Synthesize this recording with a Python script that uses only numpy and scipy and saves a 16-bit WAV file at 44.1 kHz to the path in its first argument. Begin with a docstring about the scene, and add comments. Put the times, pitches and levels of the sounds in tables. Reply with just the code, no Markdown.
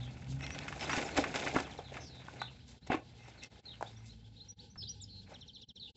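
"""Weeding with a plastic tub

A gardener shakes out weeds, drags and bumps a plastic tub and works a steel tool into the soil.
Crumbs, stems and leaves crackle with tiny fractures, twigs snap, the tub's wall knocks hollowly
and the tool scrapes through grit. Small songbirds trill and chirp in gliding tones from the trees,
and a far engine slowly runs down over a rumble of traffic."""
import sys
import numpy as np
from scipy import signal
from scipy.fft import rfft, irfft, next_fast_len
from scipy.io import wavfile
from scipy.ndimage import uniform_filter1d, map_coordinates

SR = 44100
rng = np.random.default_rng(int(sys.argv[2]) if len(sys.argv) > 2 else 0)


def to_wav(sig):
    """Store sig (one row per channel, or 1-D mono) as 16-bit WAV at the path in sys.argv[1].

    Samples outside -1..1 are clipped; the rate is SR.
    """
    pcm = np.clip(np.atleast_2d(sig), -1, 1) * 32767
    pcm = np.round(pcm).astype(np.int16)
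    wavfile.write(sys.argv[1], SR, pcm.T)  # frames by channels


N = 262836
TIME = np.arange(N) / SR


def amp(db):
    """Decibels to gain."""
    return 10 ** (np.asarray(db) / 20)


def unit_rms(x):
    """Scales to an rms of 1."""
    return x / np.sqrt(np.mean(x ** 2) + 1e-20)


def add(mix, start_s, sound):
    """Lays a sound into the mix."""
    part = mix[max(round(start_s * SR), 0):][:len(sound)]
    part += sound[:len(part)]


def colour(x, curve):
    """Equalises x along a curve of (freq_hz, gain_db) points."""
    hz, db = np.transpose(curve)
    size = next_fast_len(len(x))
    bins_hz = np.fft.rfftfreq(size, 1 / SR)
    gain = amp(np.interp(np.log(bins_hz + 1), np.log(hz + 1), db))
    return irfft(rfft(x, size) * gain, size)[:len(x)]


def band(x, low_hz, high_hz, order=2):
    """Causal band-pass."""
    edges_hz = [low_hz, min(high_hz, SR / 2 - 1)]
    return signal.sosfilt(signal.butter(order, edges_hz, "band", fs=SR, output="sos"), x)


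def wander(per_s, samples=N):
    """Smooth random drift, rms near 1, that changes per_s times a second."""
    knots = rng.standard_normal(4096)
    return map_coordinates(knots, [np.arange(samples) * per_s / SR], order=3, mode="wrap")


def swell(peak_s, rise_s, fall_s):
    """The envelope of a push: it builds to its peak and dies away."""
    t = TIME - peak_s
    return np.exp(-np.minimum(np.where(t < 0, (t / rise_s) ** 2, t / fall_s), 20))


# The engine's run: time_s, firing_hz, level_db
ENGINE_RUN = [(0, 121.5, -43), (.202, 127, -51.5), (0.35, 133.4, -40.5), (0.659, 142.2, -52),
              (1.101, 143.9, -57.5), (2.002, 130.4, -53), (2.701, 122.2, -57), (3.6, 115.6, -62),
              (4.199, 110.8, -52.5), (4.55, 103.9, -65), (5.201, 98.5, -54), (5.6, 101, -77)]
# Partials of its hum: firing_multiple, level_db
ENGINE_ORDERS = [(.5, -8.5), (1, -1.5), (1.5, -22), (2, -12)]

def engine(gain_db=-1):
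    """A far engine hums at multiples of its firing rate, picks up briefly and runs down."""
    time_s, firing_hz, level_db = np.transpose(ENGINE_RUN)
    cycles = np.cumsum(np.interp(TIME, time_s, firing_hz) * (1 + 0.01 * wander(22))) / SR
    hum = sum(amp(db + 3.1 * wander(9.2)) * np.sin(2 * np.pi * multiple * cycles)
              for multiple, db in ENGINE_ORDERS)
    return np.sqrt(2) * hum * amp(np.interp(TIME, time_s, level_db) + gain_db)


# Ebb and flow of the traffic: time_s, level_db
TRAFFIC_LEVEL = [(0, -48.5), (1.2, -49), (2.7, -58), (4.6, -59), (5.1, -56), (5.6, -59.5)]
# Its bass-heavy tone: freq_hz, gain_db
TRAFFIC_EQ = [(25, -40), (38, -16), (48, -5), (70, 4), (110, 1.5), (190, -1.5), (260, -5.5), (400, -30),
              (800, -35.5)]

def traffic(gain_db=-1):
    """Far traffic blurs into a low rumble of noise."""
    rumble = unit_rms(colour(rng.standard_normal(N), TRAFFIC_EQ + [(3000, -74.0)]))
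    return rumble * amp(np.interp(TIME, *np.transpose(TRAFFIC_LEVEL)) + gain_db)


# Hollow, uneven tone of the faint background hiss: freq_hz, gain_db
HISS_EQ = [(250, -3.5), (480, 7.5), (680, -24), (840, 3), (1100, -33.5), (1330, -36), (1520, -10),
           (2000, -22.5), (2400, -14), (3200, -1), (4200, -1), (5700, -10), (6500, -16), (7400, -12.5),
           (8300, -31.5)]

def hiss(level_db=-68.5, flicker_db=3.6):
    """A faint, flickering background hiss."""
    noise = unit_rms(colour(rng.standard_normal(N), HISS_EQ))
    return noise * amp(level_db + flicker_db * wander(30))


def grains(per_s, spread_db, decay_s, colours=16):
    """Many tiny fractures of uneven size, each with one of a few random colours."""
    t = np.arange(256) / SR
    sizes = amp(spread_db * np.minimum(rng.exponential(1, N), 4))
    hits = sizes * (rng.random(N) < per_s / SR)
    kind = rng.integers(0, colours, N)
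    bursts = rng.standard_normal((colours, len(t))) * np.exp(-t / decay_s)
    out = sum(signal.oaconvolve(hits * (kind == k), bursts[k])[:N] for k in range(colours))
    return out / np.sqrt(uniform_filter1d(out ** 2, size=1300) + 1e-6)  # evens out the loudness


# How hard the plants are handled: time_s, effort_db
EFFORT_CURVE = [(0.0, -60.5), (0.45, -60.5), (0.58, -51.5), (1.01, -52.5), (1.44, -44), (1.59, -49.5),
                (1.99, -68), (2.36, -56.5), (2.67, -74.5), (2.92, -73), (3.09, -71), (3.29, -64),
                (3.5, -66), (3.93, -67.5), (4.18, -79), (5.31, -84.5), (5.45, -84.5), (5.96, -85)]

def effort_db(time_s):
    """The gardener's effort, which drives the steady rustle and the lesser snaps."""
    return np.interp(time_s, *np.transpose(EFFORT_CURVE))


# Quick strokes, leafy when bright and earthy when dark: peak_s, fall_s, effort_db, brightness_db
RUSTLE_STROKES = [(.31, 0.032, -69.5, 23), (.432, 0.035, -54, -6), (0.852, 0.065, -42.5, 1),
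                  (.941, 0.0082, -44, 3), (.975, 0.079, -37, 1), (1.185, 0.028, -32, -1),
                  (1.266, .035, -50, -10), (1.363, 0.021, -34, 1.5), (1.471, 0.026, -39, 1.5),
                  (1.563, .035, -39.5, -2.5), (1.605, 0.0067, -35.5, 2), (1.957, 0.068, -51.5, -0.5),
                  (2.709, .05, -61.5, 7.5), (2.874, 0.0069, -49.5, 4.5), (2.927, 0.026, -38.5, -7.5),
                  (3.286, 0.015, -53.5, 0), (3.88, 0.14, -67, 5), (4.075, 0.035, -65.5, 11.5),
                  (5.321, 0.058, -60, -1)]
# Tone of the crackle: freq_hz, gain_db
RUSTLE_EQ = [(100, -12.5), (190, -2.5), (290, 6.5), (400, 3), (750, 1.5), (1150, -15.5), (2200, -16),
             (3000, -19.5), (7500, -20), (8300, -34)]
# Soil crumbs, stems and leaves: low_hz, high_hz, gain_db, brightness_share
RUSTLE_BANDS = [(173, 1200, 0.5, -0.83), (1100, 3000, 0, -0.34), (3500, 15000, -7.5, 1)]

def rustle(clump_db=2.5, steady_db=-0.5, rise_share=0.74):
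    """One effort drives it all: soil crumbles low, stems crackle in the middle, leaves fizz on top."""
    crackle = colour(grains(per_s=2000, spread_db=1.5, decay_s=0.002), RUSTLE_EQ)
    pushes = [(amp(db) * swell(peak_s, rise_share * fall_s, fall_s), bright_db)
              for peak_s, fall_s, db, bright_db in RUSTLE_STROKES]
    pushes.append((amp(effort_db(TIME) + steady_db), 0))  # handling between the strokes
    out = np.zeros(N)
    for low_hz, high_hz, db, share in RUSTLE_BANDS:
        force = np.sqrt(sum((push * amp(share * bright_db)) ** 2 for push, bright_db in pushes))
        clumps = band(crackle, low_hz, high_hz, order=3) * amp(clump_db * wander(80))
        out += amp(db) * force * unit_rms(clumps)
    return out


def whistle(length_s, start_hz, middle_hz, end_hz, db, hoarse=0, warble_hz=0, depth_hz=0):
    """A bird's near sine glides through three pitches, shaken by hoarseness or a regular warble."""
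    t = np.arange(0, length_s, 1 / SR)
    glide_hz = np.polyval(np.polyfit([0, .5, 1], [start_hz, middle_hz, end_hz], 2), t / length_s)
    warble_phase = 2 * np.pi * warble_hz * t
    hz = glide_hz + depth_hz * np.sin(warble_phase) + hoarse * 380 * wander(500, len(t))
    loudness = np.exp(hoarse * .5 * wander(250, len(t))) * (1 + 0.24 * np.cos(warble_phase))
    tone = unit_rms(loudness * np.sin(2 * np.pi * np.cumsum(hz) / SR))
    return amp(db) * tone * signal.windows.tukey(len(t), .45)


# Calls of a bird deeper in the trees: start_s, pitch_hz, level_db
CHIRRUP_CALLS = [(.003, 3620, -55), (1.837, 3896, -56), (2.394, 3933, -46.5), (3.375, 4135, -58.5),
                 (3.652, 4107, -48.5), (4.803, 4220, -49), (5.531, 4104, -56.5), (5.795, 3997, -47)]
# Notes of one call, against its pitch: delay_s, length_s, start_ratio, middle_ratio, end_ratio, gain_db
CHIRRUP_NOTES = [(0, 0.025, 1.14, 1.01, 1, -1), (.02, 0.027, 1.04, .95, .84, 1),
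                 (.052, 0.023, .9, .91, .82, -2), (.078, 0.022, 0.9, 0.71, 0.79, -7.5)]

def chirrups():
    """Each call tumbles down through four hoarse notes."""
    out = np.zeros(N)
    for start_s, pitch_hz, db in CHIRRUP_CALLS:
        for delay_s, length_s, *ratios, gain_db in CHIRRUP_NOTES:
            glide_hz = pitch_hz * np.array(ratios)
            add(out, start_s + delay_s, whistle(length_s, *glide_hz, db + gain_db, hoarse=0.51))
    return out


def twitter(softest_db=-74, count=70):
    """Many far birds: short slurs at random moments and pitches."""
    out = np.zeros(N)
    for when, pitch, slope, size in rng.random((count, 4)):
        hz = 3100 * 2 ** (.9 * pitch ** 2)
        glide_hz = 650 * (2 * slope - 1)
        slur = whistle(0.018, hz - glide_hz, hz, hz + glide_hz / 2, softest_db + 10 * size)
        add(out, when * N / SR, slur)
    return out


def snap(db, centre_hz, decay_s, band_ratio=1.565, debris_per_s=330):
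    """A break is one damped pulse with a spray of debris; a longer spray carries more of the energy."""
    t = np.arange(3000) / SR
    spray = rng.standard_normal(len(t)) * np.exp(-t / decay_s) * (1 - np.exp(-t / .001))
    blow = (t == 0) + np.sqrt(debris_per_s * decay_s) * spray / np.linalg.norm(spray)
    body = unit_rms(band(blow, centre_hz / band_ratio, centre_hz * band_ratio))
    tick_db = min(-17.5 + 4 * np.log2(centre_hz / 1200), 0)  # thin stems tick more than heavy clods
    crack = body + amp(tick_db) * unit_rms(band(blow, 1500, 6400))
    return amp(db) * crack / np.linalg.norm(crack) * np.sqrt(SR / 100)  # level over 10 ms


# Stems, twigs and clods that break loudest, and a tick of the tool at 3.435 s: start_s, level_db, centre_hz,
# debris_decay_s
LOUD_SNAPS = [(.409, -49, 1970, 0.002), (.466, -44.5, 2450, 0.0014), (0.506, -44, 1930, 0.0025),
              (.548, -46, 2100, 0.011), (.589, -43, 2850, .002), (0.682, -39, 1600, 0.0059),
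              (.726, -42.5, 1590, .003), (.81, -42.5, 2450, .0025), (0.828, -40.5, 2020, 0.0097),
              (.895, -32, 1460, 0.016), (0.932, -34, 1675, 0.0029), (1.2399, -32.5, 1367, 0.006),
              (1.342, -41.5, 1800, .006), (1.564, -28, 1078, 0.0048), (1.586, -36, 1500, .009),
              (1.789, -40, 596.6, 0.0099), (1.969, -43, 1480, 0.0084), (2.284, -45.5, 918, 0.0029),
              (2.417, -35.5, 1100, .0027), (3.435, -49.5, 4500, 0.0044), (3.81, -40, 701, 0.0042),
              (3.8263, -35, 720, 0.0024), (4.758, -57, 1159, 0.0057), (5.318, -50.5, 700, 0.0097)]

def snaps(lesser_count=70, lesser_db=-5, spread_db=6.5):
    """The loud breaks, and many lesser ones at random moments, as strong as the handling is."""
    out = np.zeros(N)
    for start_s, db, centre_hz, decay_s in LOUD_SNAPS:
        add(out, start_s, snap(db, centre_hz, decay_s))
    for when, size, pitch in rng.random((lesser_count, 3)):
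        start_s = when * N / SR
        db = effort_db(start_s) + lesser_db + spread_db * size
        add(out, start_s, snap(db, centre_hz=1620 * 2 ** (2 * pitch - 1), decay_s=0.002))
    return out


# The tool grates in the soil: peak_s, rise_s, fall_s, level_db
TOOL_SCRAPES = [(.44, 0.024, 0.065, -47.5), (3.268, 0.077, 0.043, -63), (3.437, 0.011, 0.012, -45),
                (4.058, 0.05, 0.066, -71)]
# Narrow ringing peaks that colour the gritty scrape: freq_hz, width_hz, gain_db
SCRAPE_PEAKS = [(2100, 32, 10.5), (2574, 130, 9), (5530, 330, 5.5)]

def tool():
    """Grit slips along the tool in short scrapes with a thin, ringing tone."""
    grit = grains(per_s=1800, spread_db=3, decay_s=.0005)
    ring = sum(amp(db) * unit_rms(band(grit, hz - width_hz / 2, hz + width_hz / 2, order=1))
               for hz, width_hz, db in SCRAPE_PEAKS)
    return unit_rms(ring) * sum(amp(db) * swell(*timing) for *timing, db in TOOL_SCRAPES)


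# The lead bird sings its song twice: start_s, spacing_ratio, gain_db
SONG_CUES = [(.425, .993, -2.5), (4.397, 1, 0)]
# Opening whistles: delay_s, length_s, start_hz, middle_hz, end_hz, level_db
SONG_WHISTLES = [(0, .033, 3170, 4060, 4140, -51), (.085, .042, 5450, 5870, 5610, -50),
                 (.19, .027, 3220, 4200, 4620, -54), (0.375, 0.06, 5500, 5170, 4976, -48),
                 (.426, 0.024, 2940, 3680, 4260, -47.5), (0.476, .027, 4670, 4820, 5830, -47),
                 (.491, .033, 5640, 5830, 5700, -43.5), (0.614, 0.029, 7860, 7100, 6560, -51.5),
                 (.64, .009, 5630, 5160, 4940, -47)]
# Buzzing slurs: delay_s, length_s, start_hz, middle_hz, end_hz, level_db, warble_hz, depth_hz
SONG_BUZZES = [(.68, .15, 4300, 4187, 4107, -55, 220, 200), (1.575, .12, 5790, 5500, 4400, -54, 150, 634),
               (1.668, .16, 4422, 3800, 3850, -56.5, 88, 220)]
# Two voices of each trill note: length_s, start_hz, middle_hz, end_hz, level_db
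TRILL_VOICES = [(0.032, 4450, 3550, 2850, -53.5), (.014, 6400, 5550, 5500, -60.5)]

def singer(trill_notes=7, trill_delay_s=.941, trill_period_s=.0694, spread_db=0.3):
    """Whistles, a buzz, an even trill from both sides of the syrinx, then two closing slurs."""
    out = np.zeros(N)
    for start_s, spacing, song_db in SONG_CUES:
        notes = [(delay_s, whistle(*note, hoarse=.18)) for delay_s, *note in SONG_WHISTLES]
        notes += [(delay_s, whistle(*note, warble_hz=warble_hz, depth_hz=depth_hz))
                  for delay_s, *note, warble_hz, depth_hz in SONG_BUZZES]
        for k, gain in enumerate(amp(-spread_db * rng.standard_normal(trill_notes))):
            delay_s = trill_delay_s + k * trill_period_s
            notes += [(delay_s, gain * whistle(*voice, hoarse=.12)) for voice in TRILL_VOICES]
        for delay_s, note in notes:
            add(out, start_s + spacing * delay_s, amp(song_db) * note)
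    return out


# Bumps against the tub: start_s, level_db, brightness_hz
TUB_BUMPS = [(.976, -38, 350), (1.179, -38, 350), (1.187, -32, 401), (1.357, -43, 520), (1.472, -43.5, 400),
             (1.545, -39, 400), (1.563, -28, 390), (2.902, -31, 900), (2.918, -41, 2500),
             (2.928, -42.5, 3500), (2.9433, -33, 1400)]
# Hollow ring of its wall: freq_hz, gain_db, t60_s
TUB_MODES = [(252, -15, 0.097), (283, 8, 0.04), (349, 6, 0.023), (483, -13.5, 0.14), (527.6, -3.5, 0.064),
             (530, -13, .08), (736.7, 7, 0.045), (760.5, 6, 0.067), (1100, 1.5, 0.041), (1267, -7.5, 0.073),
             (1500, -9, 0.059), (1754, -11, 0.17), (2630, 1.5, 0.045)]

def tub(grit=0.043):
    """A soft, gritty blow rings the plastic wall; harder blows reach higher modes."""
    out, t = np.zeros(N), np.arange(9000) / SR
    for start_s, db, bright_hz in TUB_BUMPS:
        ring = np.zeros(len(t))
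        for hz, mode_db, t60_s in TUB_MODES:
            sign = rng.choice([-1, 1])  # set by where the blow lands
            drive = sign / (1 + (hz / bright_hz) ** 2)
            ring += drive * amp(mode_db - 60 * t / t60_s) * np.sin(2 * np.pi * hz * t)
        blow = (t == 0) + grit * rng.standard_normal(len(t)) * np.exp(-t / 0.0053)
        knock = signal.fftconvolve(blow, ring)[:len(t)]
        add(out, start_s, amp(db) * knock / np.linalg.norm(knock) * np.sqrt(SR / 50))  # level over 20 ms
    return out


# Weight shifting on the ground: peak_s, rise_s, fall_s, level_db
WEIGHT_SHIFTS = [(1.19, 0.014, 0.017, -43), (4.77, 0.014, 0.12, -45)]

def treads():
    """Soft ground thuds dully underfoot."""
    thud = unit_rms(band(rng.standard_normal(N), 65, 110))
    return thud * sum(amp(db) * swell(*timing) for *timing, db in WEIGHT_SHIFTS)


# Pips from deeper in the trees: start_s, pitch_hz, level_db
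PIP_CALLS = [(2.822, 4100, -62), (3.858, 3620, -53), (3.965, 5750, -61.5), (4.091, 4040, -55.5),
             (4.362, 3970, -57), (4.698, 5970, -61), (4.998, 3640, -53.5)]

def pips(length_s=.024, step_hz=370):
    """Neighbouring birds call in short, nearly pure rising notes."""
    out = np.zeros(N)
    for start_s, hz, db in PIP_CALLS:
        add(out, start_s, whistle(length_s, hz - step_hz, hz, hz + step_hz, db, hoarse=0.067))
    return out


def garden(x, t60_s, wet_db, echoes_per_s=1500):
    """Adds sparse echoes from walls, fence and trees."""
    t = np.arange(SR // 2) / SR
    taps = rng.standard_normal(len(t)) * (rng.random(len(t)) < echoes_per_s / SR)
    taps *= (t > .006) * amp(-60 * t / t60_s)
    return x + amp(wet_db) * signal.oaconvolve(x, taps / np.linalg.norm(taps))[:N]


# The whole mix ducks briefly in the quiet: centre_s, depth_db
LEVEL_DIPS = [(2.801, 20), (3.493, 16), (3.621, 22), (4.554, 23), (5.664, 23), (5.737, 27.5), (5.931, 44.5)]

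def scene():
    """Garden work up close, birds further off, and the town behind."""
    work = garden(snaps() + tub() + tool() + treads(), t60_s=0.2, wet_db=-13) + rustle()
    neighbours = chirrups() + pips()
    birds = singer() + amp(-2) * garden(neighbours, t60_s=0.18, wet_db=-5) + twitter()
    far_echoes = band(garden(birds, t60_s=1.0, wet_db=-12) - birds, 3900, 5000)  # foliage dulls them
    birds = garden(birds, t60_s=0.084, wet_db=-10) + far_echoes
    mix = work + birds + engine() + traffic() + hiss()
    dip_db = sum(depth_db * np.exp(-((TIME - centre_s) / 0.015) ** 2)
                 for centre_s, depth_db in LEVEL_DIPS)
    return (mix * amp(-dip_db))[None]


# Resonances of the microphone's housing: freq_hz, width_hz, gain_db
HOUSING_MODES = [(808, 39, 4), (1475, 41, 4.5), (1900, 85, -3), (2100, 24, 3), (2640, 110, 3.5),
                 (5960, 96, -8), (5870, 140, 0)]

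def record(dry, cutoff_hz=8050):
    """The housing colours the sound, and a steep low-pass takes off the top."""
    heard = dry + sum((amp(db) - 1) * signal.lfilter(*signal.iirpeak(hz, hz / width_hz, fs=SR), dry)
                      for hz, width_hz, db in HOUSING_MODES)
    lowpass = signal.firwin(301, cutoff_hz, window=("kaiser", 8), fs=SR)
    return amp(-1) * signal.oaconvolve(heard, lowpass[None], "same")


dry = scene()
out = record(dry)
to_wav(out)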